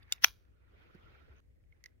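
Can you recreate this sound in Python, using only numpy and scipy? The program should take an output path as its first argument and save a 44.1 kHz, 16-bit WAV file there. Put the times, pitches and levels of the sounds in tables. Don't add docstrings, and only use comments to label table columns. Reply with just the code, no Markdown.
import sys
import numpy as np
from scipy import signal
from scipy.fft import rfft, irfft
from scipy.io import wavfile
from scipy.ndimage import uniform_filter1d

SR = 44100
rng = np.random.default_rng(int(sys.argv[2]) if len(sys.argv) > 2 else 0)


def put_to_file(sound):
    columns = np.atleast_2d(sound).T
    safe = np.clip(columns, -1, 1)
    whole_steps = np.round(safe * 32767)
    wavfile.write(sys.argv[1], SR, whole_steps.astype(np.int16))


def rack_gain(trim_db):
    fader = np.asarray(trim_db, float)
    return 10 ** (fader / 20)


N = 88200
CUT_S = 1.4035
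BEFORE_CUT = np.arange(N) / SR < CUT_S


def read(points, hz):
    f, v = np.transpose(points)
    return np.interp(np.log(hz + 1), np.log(f + 1), v)


def curve(points):
    s, v = np.transpose(points)
    return rack_gain(np.interp(np.arange(N) / SR, s, v))


# pitch in Hz, likeness from -1 to 1.
PORT_LIKENESS = [(60, 1), (180, 0.099), (550, -0.46), (1650, -0.26), (4970, -0.29), (15000, 0.938)]
# pitch in Hz, left over right in dB.
PORT_TILT = [(60, 3), (180, -0.5), (550, -3.0), (1650, -5), (4970, 4), (15000, 5)]


def hiss(shape, size, patchy_db, flicker_db, bumps=(), alike=1):
    hop, bins = size // 4, size // 2 + 1
    frames, hz = N // hop + 5, np.fft.rfftfreq(size, 1 / SR)
    a, b, c, d, patches = rng.standard_normal((frames, bins, 5)).T
    patches = uniform_filter1d(patches, size=size // 80, axis=0)
    patches = uniform_filter1d(patches, size=8, axis=1)
    flicker = uniform_filter1d(rng.standard_normal(frames), size=3)
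    outside = (hz < shape[0][0] * .8) | (hz > shape[-1][0] * 1.1)
    colour = read(shape, hz) - 80 * outside
    colour = colour + sum(db * np.exp(-((hz - f) / width) ** 2) for f, width, db in bumps)
    same = np.clip(alike * read(PORT_LIKENESS, hz), -1, 1)[:, None]
    left = a + 1j * b
    right = same * left + np.sqrt(1 - same ** 2) * (c + 1j * d)
    tilt = np.outer([.5, -.5], read(PORT_TILT, hz))[:, :, None]
    level_db = tilt + colour[:, None] + patchy_db * patches / patches.std() + flicker_db * flicker
    spectra = np.array([left, right]) * rack_gain(level_db)
    x = signal.istft(spectra, nperseg=size, noverlap=size - hop)[1][:, :N]
    return x / x.std()


def part(modes, blows):
    hz, left_db, right_db, t60 = np.transpose(modes)[:, :, None]
    length, right_lag_s = 6144, .00008
    out, span = np.zeros((2, N + length)), np.arange(length)
    for s, db, rise, pitch, bright_db in blows:
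        at = int(s * SR)
        for ch, (port_db, lag) in enumerate([(left_db, 0), (right_db, right_lag_s)]):
            t = np.maximum((at + span) / SR - s - lag, 0)
            fade_db = -60 * t / t60
            level = rack_gain(db + port_db + bright_db * np.log2(hz / 2000) + fade_db)
            level = level * (1 - np.exp(-(t / rise) ** 2))
            out[ch, at:at + length] += (-level * np.sin(2 * np.pi * hz * pitch * t)).sum(0)
    return out[:, :N]


def cracks(crack_db, blows):
    out = np.zeros(N)
    for s, db, rise, pitch, bright_db in blows:
        out[round((s + rise) * SR)] = rack_gain(crack_db + db + 2 * bright_db)
    return out


# pitch in Hz, level in dB per Hz.
AIR_COLOUR = [(88, -43), (150, -16.5), (222, -6), (406, -9), (475, -7.5), (1020, -32.5), (1260, -30),
              (3040, -33.5), (16000, -42.5)]


def quiet_air():
    air = rack_gain(-78) * hiss(AIR_COLOUR, size=1024, patchy_db=1.5, flicker_db=1.1)
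    return air * rack_gain(0.5 * ~BEFORE_CUT)


# pitch in Hz, level in dB per Hz.
WIND_COLOUR = [(20, -20.5), (40, -6.5), (70, 4), (100, -6), (140, -14), (300, -28.5)]
# time in seconds, level in dB.
GUSTS = [(0, -63), (.15, -63), (.3, -65), (.5, -66.5), (.78, -63), (1.05, -64), (1.2, -61), (1.4, -63),
         (1.41, -65.5), (1.7, -65), (2, -67.5)]


def wind_rumble():
    wind = hiss(WIND_COLOUR, size=2048, patchy_db=1.5, flicker_db=1.0, alike=.45)
    return curve(GUSTS) * np.where(BEFORE_CUT, wind, wind[:, ::-1])


# pitch in Hz, level in dB per Hz.
CLOTH_COLOUR = [(88, -32), (150, -6.5), (406, 1.5), (854, -10), (1940, -8), (4860, -24.5), (6500, -34),
                (8300, -52), (12200, -39), (16000, -39)]
# pitch in Hz, width in Hz, boost in dB.
SLEEVE_HOLLOWS = [(1393.3, 96, 9.5), (2330, 180, 2), (3055, 980, 2.5)]
# time in seconds, rustle level in dB.
ARM_MOTION = [(0, -79.5), (.25, -79), (.35, -77), (.55, -80), (.68, -73.5), (.8, -64.5), (.9, -65.5),
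              (1.02, -65), (1.15, -62), (1.26, -68), (1.36, -66.5), (1.403, -67.5)]


def sleeve_rustle():
    rub = hiss(CLOTH_COLOUR, size=512, patchy_db=2.5, flicker_db=-1.0, bumps=SLEEVE_HOLLOWS)
    return curve(ARM_MOTION) * BEFORE_CUT * rub


# time in seconds, level in dB.
THUMB_MOTION = [(0, -67.5), (.06, -73), (.115, -63), (.2, -73), (.3, -100), (1.4, -100), (1.41, -87.5),
                (1.7, -87.5), (1.73, -79), (1.8, -81), (1.87, -80.5), (2, -91.5)]


def thumb_rub():
    rub = hiss(CLOTH_COLOUR[3:], size=256, patchy_db=2.5, flicker_db=3.0, bumps=[(2040, 530, 6.9)])
    return curve(THUMB_MOTION) * rub


# pitch in Hz, left dB, right dB, 60 dB decay in seconds.
NUDGE_MODES = [(1845.2, -63, -59.5, .012), (2600, -62.5, -59, .012), (3583.6, -61.5, -63.5, .012),
               (4692, -68, -72.5, .015), (11300, -87.5, -83.5, 0.0062), (700, -72, -66, .012)]
# start in seconds, level in dB, rise in seconds, pitch factor, brightness in dB per octave.
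NUDGE_BLOWS = [
    (.0235, 0, .001, 1.0, 3),
    (.0295, 0.5, 0.00056, 1.0, 9.5),
    (.45, -4.5, 0.001935, 1.0, -1),
]


def nudge():
    return part(NUDGE_MODES, NUDGE_BLOWS)


# pitch in Hz, left dB, right dB, 60 dB decay in seconds.
HINGE_MODES = [(2150, -62, -60, .07)]
# start in seconds, level in dB, rise in seconds, pitch factor, brightness in dB per octave.
HINGE_BLOWS = [
    (.076, 0, .008, 1.02, 0),
    (.09, 0, .008, .98, 0),
    (.103, -1, .006, .93, 0),
]


def hinge():
    return part(HINGE_MODES, HINGE_BLOWS)


# pitch in Hz,
# level in dB.
WOODS_COLOUR = [(120, -43.5), (700, -12.5), (1300, -3.5), (3700, -2.5), (5900, -4.5), (8200, -21),
                (10000, -12), (15000, -9.5)]
# start in seconds, end in seconds, end level in dB, swell in dB per
SWELLS = [
    (.09, .1228, -63, 500),
    (.207, .2435, -36, 900),
]


def grind():
    t = np.arange(N) / SR
    swell, soft_start_s = 0, .012
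    for start, end, db, db_per_s in SWELLS:
        level = rack_gain(db + db_per_s * np.minimum(t - end, 0))
        swell = swell + level * np.clip((t - start) / soft_start_s, 0, 1) * (t < end)
    bumps = [(6100, 130, 8.7), (2600, 1100, 5)]  # Hz, width Hz, dB
    return swell * hiss(WOODS_COLOUR, size=256, patchy_db=2.5, flicker_db=5.5, bumps=bumps)


# pitch in Hz, left dB, right dB, 60 dB decay in seconds.
CATCH_MODES = [(600, -56, -43, .016), (1453, -44, -36, 0.02), (2197, -38.5, -31, 0.022),
               (2820, -28, -23.5, 0.015), (3610, -20.5, -18.5, 0.015), (4227, -20.5, -35, 0.0045),
               (4623, -19.5, -31.5, 0.011), (5480, -19.5, -32, 0.012), (7125, -20, -38, .016),
               (6850, -22.5, -34.5, .005), (9940, -22, -32.5, 0.01), (11347, -28.5, -37.5, 0.008),
               (14930, -24, -30.5, .007), (7910, -26, -35, .004)]
# start in seconds, level in dB, rise in seconds, pitch factor, brightness in dB per octave.
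CATCH_BLOWS = [
    (0.1228, 0.5, 0.000329, 0.987, 0),
    (.1237, -6, 0.00023, 1.04, 0.5),
    (0.1326, -20, .0005, 1.02, 0),
    (.1600, -38, .001, 1.0, -0.5),
]


def catch():
    return part(CATCH_MODES, CATCH_BLOWS), cracks(-21.5, CATCH_BLOWS)


def woods(clicks, steel):
    t = np.arange(SR // 2) / SR
    crack, near, far = [rack_gain(db - 60 * t / t60) / np.linalg.norm(rack_gain(-60 * t / t60))
                        for db, t60 in [(0, .011), (-5, .15), (-20, .4)]]  # dB, decay s
    a, b, lumps = rng.standard_normal((3, len(t)))
    build_s, knee_s, lump_db = .0028, .085, 24
    scatter = near * rack_gain(-10 * (t / knee_s) ** 4) + far
    scatter = scatter * (1 - np.exp(-(t / build_s) ** 2))
    scatter = scatter * rack_gain(lump_db * uniform_filter1d(lumps, size=100))
    hz = np.fft.rfftfreq(len(t), 1 / SR)
    colour = rack_gain(read(WOODS_COLOUR, hz))
    hollow_db = -10 * np.exp(-((hz - 8100) / 900) ** 2)
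    barrel_db = 3 * np.exp(-((hz - 5900) / 400) ** 2)
    sent = clicks + rack_gain(-28.5) * steel.sum(0)
    out = 0
    for drive, shape, tint in [(clicks, crack, 1), (sent, scatter, rack_gain(hollow_db + barrel_db))]:
        tail = np.roll(shape * np.array([a, .5 * a + b]), 1024, axis=1)
        tail = irfft(rfft(tail) * colour * tint, len(t)) * signal.windows.tukey(len(t), .05)
        out = out + signal.fftconvolve(drive[None], tail, axes=1)[:, 1024:N + 1024]
    return out


# pitch in Hz, left dB, right dB, 60 dB decay in seconds.
SEAR_MODES = [(700, -66, -60, .012), (1660, -59, -57, .011), (2520, -49, -49, .009), (3350, -57, -59, .01)]
# start in seconds, level in dB, rise in seconds, pitch factor, brightness in dB per octave.
SEAR_BLOWS = [
    (.1806, 0, .0005, 1.0, 0),
    (1.7225, -13, .001, .95, 9),
    (1.638, -17, .001, .93, 3),
    (.2816, 9, .0006, .97, 0),
]


def sear():
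    return part(SEAR_MODES, SEAR_BLOWS)


# pitch in Hz, left dB, right dB, 60 dB decay in seconds.
SLIDE_MODES = [(1300, -39.5, -26.5, 0.017), (1977, -26.5, -14.5, 0.011), (3209.7, -25.5, -27.5, 0.016),
               (4070, -28, -27.5, 0.022), (5777.4, -11.5, -30, 0.016), (14700, -25.5, -36, 0.009),
               (212.8, -44.5, -47, 0.035), (9810, -36, -40, 0.019)]
# start in seconds, level in dB, rise in seconds, pitch factor, brightness in dB per octave.
SLIDE_BLOWS = [
    (.2221, -26, .001, 0.9696, -3.5),
    (0.231, -18, .002, 1.0, -0.5),
    (0.2372, -4.5, .001, 0.876, 0.5),
    (0.2402, 4.5, 0.0013, 0.9937, 0.5),
]


def slide():
    return part(SLIDE_MODES, SLIDE_BLOWS)


# pitch in Hz, left dB, right dB, 60 dB decay in seconds.
BREECH_MODES = [(431.6, -32, -28, 0.015), (768.66, -26, -22, 0.014), (1454, -31.5, -8, 0.01),
                (1731, -29.5, -1, 0.005), (2421, -17.5, -9, 0.015), (2831, -9, -16, .009),
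                (3176.4, -6.5, -10.5, 0.009188), (4166, -18, -13, .008), (5319, -14.5, -14, 0.0066),
                (5801, -6.5, -19.5, 0.011), (6359.3, -10.5, -25.5, .005), (11305, -24, -21, 0.0055),
                (13654, -14.5, -9.5, 0.0053), (14760, -12.5, -16, .005)]
# start in seconds, level in dB, rise in seconds, pitch factor, brightness in dB per octave.
BREECH_BLOWS = [
    (0.2441, 3.5, 0.00033, 1.0023, 0.000073),
    (0.2453, -11, .0004, 1.02, 0),
    (0.2541, -28, .001, 0.9, 0.0062),
    (0.2813, -29, .001, 1.0, 0.0014),
]


def breech():
    return part(BREECH_MODES, BREECH_BLOWS), cracks(-4, BREECH_BLOWS)


# pitch in Hz, left dB, right dB, 60 dB decay in seconds.
PORT_MODES = [(70, -42, -44, .17), (38, -52, -51, .14)]
# start in seconds, level in dB, rise in seconds, pitch factor, brightness in dB per octave.
PUFFS = [
    (.268, -3, .01, .95, 0),
    (1.292, 0, .012, 1.0, 0),
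]


def port_puffs():
    return part(PORT_MODES, PUFFS)


# pitch in Hz, left dB, right dB, 60 dB decay in seconds.
GRIP_MODES = [(179.7, -42.5, -35.5, 0.0296), (368, -53, -45, 0.0492), (1660, -67.5, -46.5, 0.0135),
              (4710, -51, -72.5, 0.0068)]
# start in seconds, level in dB, rise in seconds, pitch factor, brightness in dB per octave.
GRIP_BLOWS = [
    (0.9472, 0, 0.0019, 0.94, 0.0079),
]


def grip():
    return part(GRIP_MODES, GRIP_BLOWS), cracks(-44.5, GRIP_BLOWS)


# start in seconds, level in dB.
ZIP_TINKLES = [
    (1.364, -63),
    (1.373, -72),
    (1.382, -62.5),
    (1.391, -67.5),
]


def zip_tab():
    blows = [(s, db, .0015, rng.uniform(.98, 1.03), 0) for s, db in ZIP_TINKLES]
    return part([(6386, 0, -14, .0173)], blows)


def cut_tick():
    out = np.zeros(N)
    out[round(CUT_S * SR) - 30] = rack_gain(-61.5)
    return out


# pitch in Hz, left dB, right dB, 60 dB decay in seconds.
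HAMMER_MODES = [(1430, -75.5, -56.5, 0.0187), (2000.5, -41, -33, 0.0188), (2775, -77.5, -44, 0.00666),
                (3420, -49.5, -58, 0.0075), (3940, -49, -50.5, 0.0095), (4570, -46.5, -54, 0.0112),
                (5522, -43.5, -59.5, 0.00814), (6457, -43.5, -69, 0.0065), (9220, -55.5, -68, 0.00395),
                (11430, -52.5, -73.5, 0.00355), (14360, -55, -69.5, 0.00305)]
# start in seconds, level in dB, rise in seconds, pitch factor, brightness in dB per octave.
HAMMER_BLOWS = [
    (1.7234, -11.5, 0.00228, 1.081, -7),
    (1.8392, -7.5, 0.000795, 1.013, 8),
    (1.846, -14, 0.00211, 1.04, -15.5),
    (1.853, -11.5, 0.00195, 1.0, -6),
    (1.8587, -1, 0.001124, 0.991, 5.5),
    (1.883, -24.5, 0.0014, 1.017, -8.5),
]


def hammer():
    return part(HAMMER_MODES, HAMMER_BLOWS), cracks(-49, HAMMER_BLOWS)


def scene():
    rings, snaps = zip(catch(), breech(), grip(), hammer())
    steel = sum(rings) + nudge() + hinge() + sear() + slide()
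    steel = signal.sosfilt(signal.butter(2, 130, "high", fs=SR, output="sos"), steel)
    gun = steel + grind() + woods(sum(snaps), steel)
    person = sleeve_rustle() + thumb_rub() + zip_tab()
    return gun + person + port_puffs() + quiet_air() + cut_tick() + wind_rumble()


def top_cut(x):
    return signal.sosfilt(signal.butter(12, 16320, fs=SR, output="sos"), x)


def record(dry):
    taps = signal.firwin(255, 15950, window=("kaiser", 8), fs=SR)
    mix = signal.oaconvolve(dry, taps[None], "same")
    return top_cut(mix)


dry = scene()
out = record(dry)
put_to_file(out)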